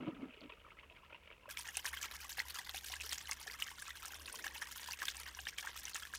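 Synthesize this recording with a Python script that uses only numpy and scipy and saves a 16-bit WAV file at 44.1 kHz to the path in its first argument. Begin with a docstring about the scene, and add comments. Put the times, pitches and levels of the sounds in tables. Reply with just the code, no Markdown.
"""A hand shakes a small capped plastic vial half full of water close to a microphone in a quiet room.
At first a finger over the microphone port rubs it, ringing its air pocket, and dulls the spray; then it lifts.
At each turn the water slaps an end wall: trapped bubbles ring as damped sines with a rising pitch, and
splashes drive bursts of gurgle and fizz made of tiny bubbles and noise. Late on, a soft low rush swells once.
Throughout, short reflections follow the water, over soft wide noise and a wandering low hum."""
import sys
import numpy as np
from scipy import signal
from scipy.io import wavfile
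from scipy.ndimage import uniform_filter1d

SR = 44100
rng = np.random.default_rng(int(sys.argv[2]) if len(sys.argv) > 2 else 0)


def invert_db(x):
    """Field ratio 10**(x/20) for x, a level in decibels (scalar or array-like)."""
    u = np.asarray(x, float) / 20
    return 10 ** u


def output_pcm(signal):
    """Save a mono or channel-first signal as 16-bit PCM at the path in sys.argv[1].

    Samples are clipped to [-1, 1] before scaling.
    """
    pcm = np.clip(np.atleast_2d(signal).T, -1, 1) * 32767
    wavfile.write(sys.argv[1], SR, np.round(pcm).astype(np.int16))


N = 272576
LIFT_S = 1.489  # the finger leaves the port
# loudest bubbles trapped in the vial: (time [s], reference level [dB], starting pitch [Hz])
BUBBLES = [(.372, -57, 370), (.408, -54, 4350), (.414, -53, 600), (.497, -54, 1054), (0.522, -47, 2520),
           (.524, -56.5, 398), (0.648, -53, 1300), (.788, -50, 2080), (.832, -59, 1060), (0.899, -51, 2590),
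           (.91, -61, 640), (1.033, -57, 1020), (1.13, -47, 2460), (1.145, -55, 934), (1.146, -47.5, 2710),
           (1.303, -52, 2280), (1.329, -52.5, 2620), (1.456, -51.5, 990), (1.48, -51, 554),
           (1.499, -48, 1570), (1.572, -38.5, 2230), (1.592, -37, 9450), (1.592, -51, 920),
           (1.687, -37.5, 1780), (1.754, -43, 2720), (1.77, -31.5, 5960), (1.77, -25.5, 9270),
           (1.772, -31.5, 2650), (1.854, -30, 1720), (1.865, -46, 950), (1.933, -35.5, 1760),
           (1.937, -46.5, 1070), (1.97, -40, 1550), (1.973, -37, 3100), (2.037, -37.5, 2300),
           (2.041, -41.5, 1270), (2.249, -47.5, 1100), (2.386, -39, 1920), (2.393, -29.5, 4180),
           (2.397, -38, 5320), (2.401, -24, 1920), (2.559, -44, 1260), (2.589, -50, 900),
           (2.692, -47.5, 1350), (2.744, -45.5, 720), (2.768, -41, 2720), (2.779, -38.5, 3520),
           (2.898, -42, 5560), (2.9, -53, 710), (2.931, -47, 980), (2.938, -39, 2800), (2.938, -34.5, 1960),
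           (3, -41, 2650), (3.011, -34, 2500), (3.042, -58.5, 390), (3.093, -35.5, 5380),
           (3.115, -36, 4170), (3.122, -40, 1890), (3.256, -45.5, 3960), (3.273, -43, 2970),
           (3.293, -38.5, 1990), (3.295, -47, 823), (3.313, -34, 8150), (3.313, -27.5, 6380),
           (3.32, -34.5, 2090), (3.464, -53, 705), (3.48, -59, 380), (3.499, -40, 1950), (3.513, -41, 4600),
           (3.545, -47, 1250), (3.623, -24, 2850), (3.668, -47, 1570), (3.685, -41, 1770),
           (3.782, -48.5, 1380), (3.821, -38, 9260), (3.823, -42, 1570), (3.883, -43.5, 1250),
           (3.905, -41, 3540), (3.907, -38, 1880), (4.031, -45, 1270), (4.049, -44.5, 1270),
           (4.056, -40, 8800), (4.135, -45.5, 1410), (4.144, -41.5, 5530), (4.28, -39.5, 2600),
           (4.327, -37, 9340), (4.341, -45.5, 1000), (4.444, -37, 1750), (4.619, -33, 1710),
           (4.623, -52, 1340), (4.759, -48, 1390), (4.886, -42, 940), (4.91, -34.5, 4560),
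           (4.921, -34, 5760), (4.935, -34.5, 2610), (5.019, -30, 1640), (5.035, -39, 1180),
           (5.083, -25.5, 3450), (5.264, -41, 1830), (5.349, -43, 5740), (5.371, -52, 980),
           (5.389, -42.5, 1570), (5.39, -40, 2810), (5.391, -53.5, 730), (5.454, -44, 3600),
           (5.469, -32.5, 1730), (5.471, -35, 3000), (5.486, -36, 5470), (5.488, -38, 2300),
           (5.529, -46, 1640), (5.584, -32, 3100), (5.584, -36.5, 2340), (5.595, -44, 2240),
           (5.672, -34, 1540), (5.76, -46, 1250), (5.854, -32.5, 6000), (5.88, -40, 2800),
           (5.934, -44.5, 4240), (5.946, -35, 6770), (5.956, -41.5, 1290), (5.957, -38, 2660),
           (6.052, -41.5, 1700), (6.137, -36, 1590)]


def slaps():
    """Volume resonance of single loud bubbles: large ones ring lower and longer, and glide further."""
    # ring time of a 1 kHz bubble at -40 dB, its power law in pitch, and the rise in level [dB] that halves it
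    ring_s, ring_slope, ring_halving_db = 0.028, 0.66, 26
    # a brief overshoot starts each bubble: level against the reference, share of the ring time
    overshoot_db, overshoot_share = 4.5, 0.17
    # the slap ticks on the wall: level against the reference, decay
    tick_db, tick_s = -12.5, 0.00037
    out = np.zeros(N)
    ticks = rng.standard_normal((len(BUBBLES), 200)) * np.exp(-np.arange(200) / (tick_s * SR))
    for (s, db, hz), tick in zip(BUBBLES, ticks):
        glide, swell_s = 160 / hz, 1.1 / hz
        t60 = ring_s * (1000 / hz) ** ring_slope / 2 ** ((db + 40) / ring_halving_db)
        add(out, s, invert_db(db + 4.0) * bubble(hz, t60, glide, swell_s))
        add(out, s, invert_db(db + overshoot_db) * bubble(hz, overshoot_share * t60, 0, swell_s / 2))
        add(out, s, invert_db(db + tick_db) * tick * (s > LIFT_S))  # ticks sound only with the port free
    return out


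def bubble(hz, t60, rise, swell_s):
    """Damped oscillation of a bubble: it swells for a moment and climbs in pitch as it nears the surface."""
    t = np.arange(2048) / SR
    ringing = np.sin(2 * np.pi * hz * t * (1 + rise * t / t60))
    return ringing * invert_db(-60 * t / t60) * (1 - np.exp(-(t / swell_s) ** 2))


def spray():
    """Superposed bursts of low gurgle and high fizz; the finger filters both until it lifts."""
    # water still moving between splashes, port covered then free: (gurgle level [dB], fizz level [dB])
    churn = [(-71.5, -73.5), (-64, -63)]
    # power after a splash, gurgle then fizz: (rise [s], decay [s], slow trickle level [dB], its decay [s])
    dying = [(.002, 0.0035, -18.5, 0.032), (.002, 0.006, -20, 0.016)]
    # spectrum of the spray, port covered then free: (frequency [Hz], relative level [dB])
    covered_colour = [(180, -50), (300, -2), (653, 5.5), (796, -19.5), (944, -1.5), (1140, -7), (1230, 1),
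                      (1600, -9), (2280, -1.5), (2710, 2), (4780, -22), (7000, -44), (9100, -60),
                      (15400, -120)]
    free_colour = [(180, -43.5), (300, -14.5), (418, -15.5), (593, -14.5), (930, -10), (1150, -9),
                   (1870, -3), (2210, -8), (3130, -7), (4910, -7), (5900, -9), (7690, -14), (9390, -12),
                   (15500, -21), (16100, -45)]
    # pitch that parts gurgle from fizz: (port covered [Hz], port free [Hz])
    parting_hz = (1800, 3500)
    t = np.arange(N) / SR
    free = t >= LIFT_S
    power = invert_db(np.transpose(churn)[:, free.astype(int)]) ** 2
    s, *levels_db = splashes()
    for band, db, (rise, decay, trickle_db, trickle) in zip(power, levels_db, dying):
        kicks = np.bincount((s * SR).astype(int), invert_db(db) ** 2, N)[:N]
        fall = np.exp(-t[:8000] / decay) + invert_db(trickle_db) ** 2 * np.exp(-t[:8000] / trickle)
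        burst = (1 - np.exp(-t[:8000] / rise)) * fall
        band += abs(signal.oaconvolve(kicks, burst))[:N]

    fizz = grains(3000, 2456, 16140, 0.0028, 0.0081, 1.07) + invert_db(10.5) * rng.standard_normal(N)
    fizz = sized(fizz) + invert_db(-7) * grains(350, 2670, 16540, 0.0028, 0.0033, 1.6, count=16)
    glugs = grains(600, 758.0, 3356, 0.032, 0.015, 3.44)
    waters = (glugs + invert_db(1) * fizz, fizz + invert_db(-12) * glugs)  # sources of gurgle and of fizz
    out = np.zeros(N)
    for points, hz, when in zip((covered_colour, free_colour), parting_hz, (~free, free)):
        for level, water, side in zip(np.sqrt(power), waters, ("low", "high")):
            split = signal.butter(3, hz, side, fs=SR, output="sos")
            heard = signal.sosfilt(split, colour(water, points))
            out += when * level * evened(heard)
    return out


def splashes(count=8):
    """Impulsive excitation: times and (gurgle, fizz) levels of uneven runs, plus one splash per loud bubble."""
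    # each turn of the hand throws the water at an end wall:
    # (start [s], length [s], base gurgle level [dB], base fizz level [dB])
    sloshes = [(0.006, 0.025, -52.5, -57), (0.057, 0.054, -54, -57.5), (0.143, 0.041, -61.5, -64),
               (0.201, 0.06, -59, -65.5), (0.284, 0.094, -65, -62), (0.402, 0.041, -64.0, -59),
               (0.482, 0.051, -64.3, -59.7), (0.58, 0.034, -68, -64.9), (0.65, 0.04, -59, -71),
               (0.699, 0.019, -58.5, -63), (0.768, 0.032, -61, -59.5), (0.829, 0.017, -66, -65),
               (0.9, 0.017, -60, -63), (0.941, 0.034, -60.5, -58.5), (1.019, 0.038, -66.2, -59),
               (1.094, 0.076, -60, -65), (1.233, 0.045, -65.5, -62), (1.296, 0.04, -63.5, -63.5),
               (1.409, 0.058, -60.5, -65), (1.49, 0.025, -45.5, -47), (1.568, 0.046, -53, -50),
               (1.64, 0.066, -50, -53), (1.727, 0.075, -51.5, -52.5), (1.845, 0.035, -44.5, -45),
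               (1.929, 0.058, -51.5, -51), (2.013, 0.043, -45.6, -48.5), (2.11, 0.049, -48, -51),
               (2.201, 0.052, -48, -50), (2.289, 0.032, -50.5, -45.5), (2.371, 0.026, -43, -48),
               (2.463, 0.049, -48, -51), (2.543, 0.045, -43.5, -46), (2.645, 0.06, -52, -52.5),
               (2.73, 0.049, -52, -50.5), (2.83, 0.051, -55, -51.5), (2.898, 0.061, -49.5, -50.5),
               (3.006, 0.061, -55, -54.3), (3.089, 0.012, -56, -51), (3.104, 0.036, -47.5, -46),
               (3.178, 0.029, -53, -49.5), (3.262, 0.025, -67, -65), (3.282, 0.042, -48.5, -47),
               (3.393, 0.037, -50.5, -50), (3.468, 0.07, -51, -54.5), (3.587, 0.036, -47.5, -47.5),
               (3.664, 0.056, -50.5, -51.5), (3.782, 0.033, -55.9, -52.5), (3.853, 0.056, -50, -54.5),
               (3.953, 0.035, -53, -49), (4.018, 0.057, -53.5, -53.6), (4.1, 0.066, -52, -55),
               (4.192, 0.021, -59.1, -50.5), (4.253, 0.042, -55.5, -52), (4.328, 0.028, -57, -48.5),
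               (4.384, 0.045, -54.5, -54), (4.44, 0.05, -46.5, -49), (4.538, 0.047, -51, -50.5),
               (4.61, 0.022, -43, -45), (4.671, 0.045, -54.5, -52), (4.749, 0.033, -62, -51),
               (4.795, 0.037, -50, -52), (4.861, 0.078, -53, -51.5), (4.987, 0.047, -43.5, -48),
               (5.053, 0.057, -52, -48), (5.144, 0.072, -49, -50), (5.257, 0.026, -45.5, -51),
               (5.365, 0.04, -60, -50.5), (5.449, 0.045, -51, -54), (5.52, 0.01, -68, -79),
               (5.578, 0.024, -47.5, -48), (5.627, 0.08, -46.5, -53), (5.763, 0.035, -56, -48.5),
               (5.816, 0.13, -53, -54), (5.944, 0.058, -52, -47), (6.022, 0.053, -50, -49.5),
               (6.124, 0.035, -52, -47)]
    # splash of a loud bubble against its reference level: (gurgle [dB], fizz [dB])
    burst_db = (-17.5, -18)
    # spacing, its unevenness (0-1), scale of the random level, level over the slosh's base
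    gap_s, uneven, spread_db, splash_db = .013, 0.83, 3.5, 2.5
    start, length, *levels_db = np.transpose(sloshes)[:, :, None]
    draws = rng.uniform(-0.926, 1, (len(sloshes), count, 4))
    shift, common, *own = np.moveaxis(draws, 2, 0)  # common moves gurgle and fizz together
    after = gap_s * np.maximum(np.arange(count) + uneven * shift / 2, 0)
    inside = after < length
    bubble_s, bubble_db, _ = np.transpose(BUBBLES)
    times = np.r_[(start + after)[inside], bubble_s]
    strengths = []
    for level, chance, burst in zip(levels_db, own, burst_db):
        run = (level + splash_db + spread_db * (common + chance))[inside]
        strengths.append(np.r_[run, bubble_db + burst])
    return times, *strengths


def grains(per_s, lo_hz, hi_hz, t60_lo, t60_hi, spread_db, count=28):
    """Random superposition of small ringing bubbles of many pitches, a few of them loud."""
    strength = invert_db(spread_db * np.minimum(rng.exponential(1, N), 4))
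    starts = strength * (rng.random(N) < per_s / SR)
    kind, out = rng.integers(0, count, N), np.zeros(N)
    pitches, ring_times = np.linspace(lo_hz, hi_hz, count), np.geomspace(t60_lo, t60_hi, count)
    for k, (hz, t60) in enumerate(zip(pitches, ring_times)):
        ring = evened(bubble(hz, t60, 0.1, t60 / 9))
        out += signal.oaconvolve(starts * (kind == k), ring)[:N]
    return evened(out)


def sized(fizz):
    """Amplitude modulation by droplet size: large ones lift all pitches, small ones only their own range."""
    # range in which each droplet size is heard: (low edge [Hz], high edge [Hz])
    sizes = [(200, 4600), (4600, 9500), (9500, 20000)]
    thinning_db_per_s = -0.54  # the finest spray thins out as the shaking goes on
    tilt = [1, 1, invert_db(thinning_db_per_s * (np.arange(N) / SR - N / SR / 2))]
    parts = [signal.sosfilt(signal.butter(2, band, "band", fs=SR, output="sos"), fizz) for band in sizes]
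    own = sum(part * gain * droplets(110, 2.63, 0.0015) for part, gain in zip(parts, tilt))
    return evened(own * droplets(150, 3.46, 0.0018))


def droplets(per_s, spread_db, decay_s):
    """Shot process: droplets strike the wall at random, each a brief jump of level that decays exponentially."""
    strength = invert_db(spread_db * np.minimum(rng.exponential(1, N), 3.0))
    hits = strength * (rng.random(N) < per_s / SR)
    return evened(0.78 + signal.lfilter([1], [1, -np.exp(-1 / (decay_s * SR))], hits))


def table_and_walls(x):
    """Reverberation by convolution: sparse reflections of random sign that die within a short t60."""
    taps, t = np.zeros(8000), np.arange(8000) / SR
    taps[np.arange(60, 7980, 20) + rng.integers(0, 20, 396)] = rng.choice([-1., 1.], 396)
    taps *= invert_db(-60 * t / 0.06)
    return signal.oaconvolve(x, taps / np.linalg.norm(taps))[:N]


def rub():
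    """Friction exciting a cavity: uneven slips of skin ring the air pocket over the port."""
    # strokes of the finger: (middle [s], half length [s], level [dB])
    rubs = [(0.032, 0.068, -46.5), (0.086, 0.017, -40), (.14, 0.034, -52.5), (0.237, .06, -50.5),
            (0.444, 0.029, -53)]
    # resonances of the air pocket: (frequency [Hz], width of each of two passes [Hz], relative level [dB])
    pocket_modes = [(187, 70, -13), (260, 117, 2.5), (385, 80, -16), (543, 93, -11.5), (750, 44, -12.5),
                    (1250, 190, -15.5)]
    uneven_db = 2.2 * evened(uniform_filter1d(rng.standard_normal(N), 600))
    slips = rng.standard_normal(N) * invert_db(uneven_db)
    pocket = sum(invert_db(db) * resonate(resonate(slips, hz, w), hz, w) for hz, w, db in pocket_modes)
    strokes = sum(invert_db(db) * hump(s, half, -13.5) for s, half, db in rubs)
    return strokes * evened(pocket)


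def rush():
    """Band-limited noise under a single slow envelope: a soft low rush that comes and goes once."""
    middle_s, half_s, level_db, band_hz = 4.37, 0.29, -65, (222, 720)
    band_pass = signal.butter(2, band_hz, "band", fs=SR, output="sos")
    noise = signal.sosfilt(band_pass, rng.standard_normal(N))
    return invert_db(level_db) * hump(middle_s, half_s, -13.5) * evened(noise)


def room_tone():
    """Stationary coloured noise plus a frequency-modulated hum whose pitch and level wander."""
    # room air and microphone hiss: (frequency [Hz], relative level [dB])
    air_colour = [(20, -17), (40, 4), (100, -4), (200, -9), (500, -12.5), (1000, -18), (4000, -26),
                  (16000, -35)]
    # low hum ahead of its random wander: (time [s], level [dB])
    hum_levels = [(0, -68), (.35, -76), (.75, -72), (1.4, -78), (1.6, -68), (3.2, -62), (3.45, -69),
                  (4.7, -66), (5.0, -70), (5.3, -64), (6.18, -67.5)]
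    air_db, hum_hz, hum_wander_hz, hum_wander_db = -69, 67.3, 3.6, 3.6
    wander = evened(uniform_filter1d(uniform_filter1d(rng.standard_normal(N), 2000), 2000))
    hum = np.sqrt(2) * np.sin(2 * np.pi * np.cumsum(hum_hz + hum_wander_hz * wander) / SR)
    level_wander = evened(uniform_filter1d(uniform_filter1d(rng.standard_normal(N), 2500), 2500))
    hum *= invert_db(hum_wander_db * level_wander)
    hum *= invert_db(np.interp(np.arange(N) / SR, *np.transpose(hum_levels)))
    return invert_db(air_db) * evened(colour(rng.standard_normal(N), air_colour)) + hum


def evened(x):
    """Normalisation to an rms value of 1."""
    return x / np.sqrt(np.mean(x ** 2) + 1e-20)


def add(mix, s, sound):
    """Linear superposition of a sound onto the mix from time s."""
    part = mix[round(s * SR):][:len(sound)]
    part += sound[:len(part)]


def hump(middle_s, half_s, fall_db):
    """Gaussian envelope that has fallen by fall_db at half its length from the middle."""
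    return invert_db(fall_db * ((np.arange(N) / SR - middle_s) / half_s) ** 2)


def colour(x, points):
    """Minimum-phase filtering: the Hilbert transform of the log gain gives the phase of a causal response."""
    f, db = np.transpose(points)
    hz = abs(np.fft.fftfreq(4096, 1 / SR))
    log_gain = np.interp(np.log(hz + 1), np.log(f + 1), np.maximum(db, -80)) * np.log(10) / 20
    taps = np.fft.ifft(np.exp(np.conj(signal.hilbert(log_gain)))).real[:2048]
    return signal.oaconvolve(x, taps)[:len(x)]


def resonate(x, hz, width_hz):
    """Resonance of gain 1: shift its pitch to zero, smooth with one pole, shift back."""
    turn = np.exp(2j * np.pi * hz * np.arange(len(x)) / SR)
    r = np.exp(-np.pi * width_hz / SR)
    return 2 * (turn * signal.lfilter([1 - r], [1, -r], x / turn)).real


def scene():
    """Superposition of the water and its reflections, the finger, the room and the rush."""
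    water = slaps() + spray()
    reflections = invert_db(-12.0) * table_and_walls(water)
    return (water + reflections + rub() + room_tone() + rush())[None]


def band_limit(x):
    """A steep low-pass at the top of the band."""
    return signal.sosfilt(signal.butter(12, 17020, fs=SR, output="sos"), x)


def record(dry):
    """Transmission of the finished mix at unchanged gain."""
    return band_limit(dry)


dry = scene()
out = record(dry)
output_pcm(out)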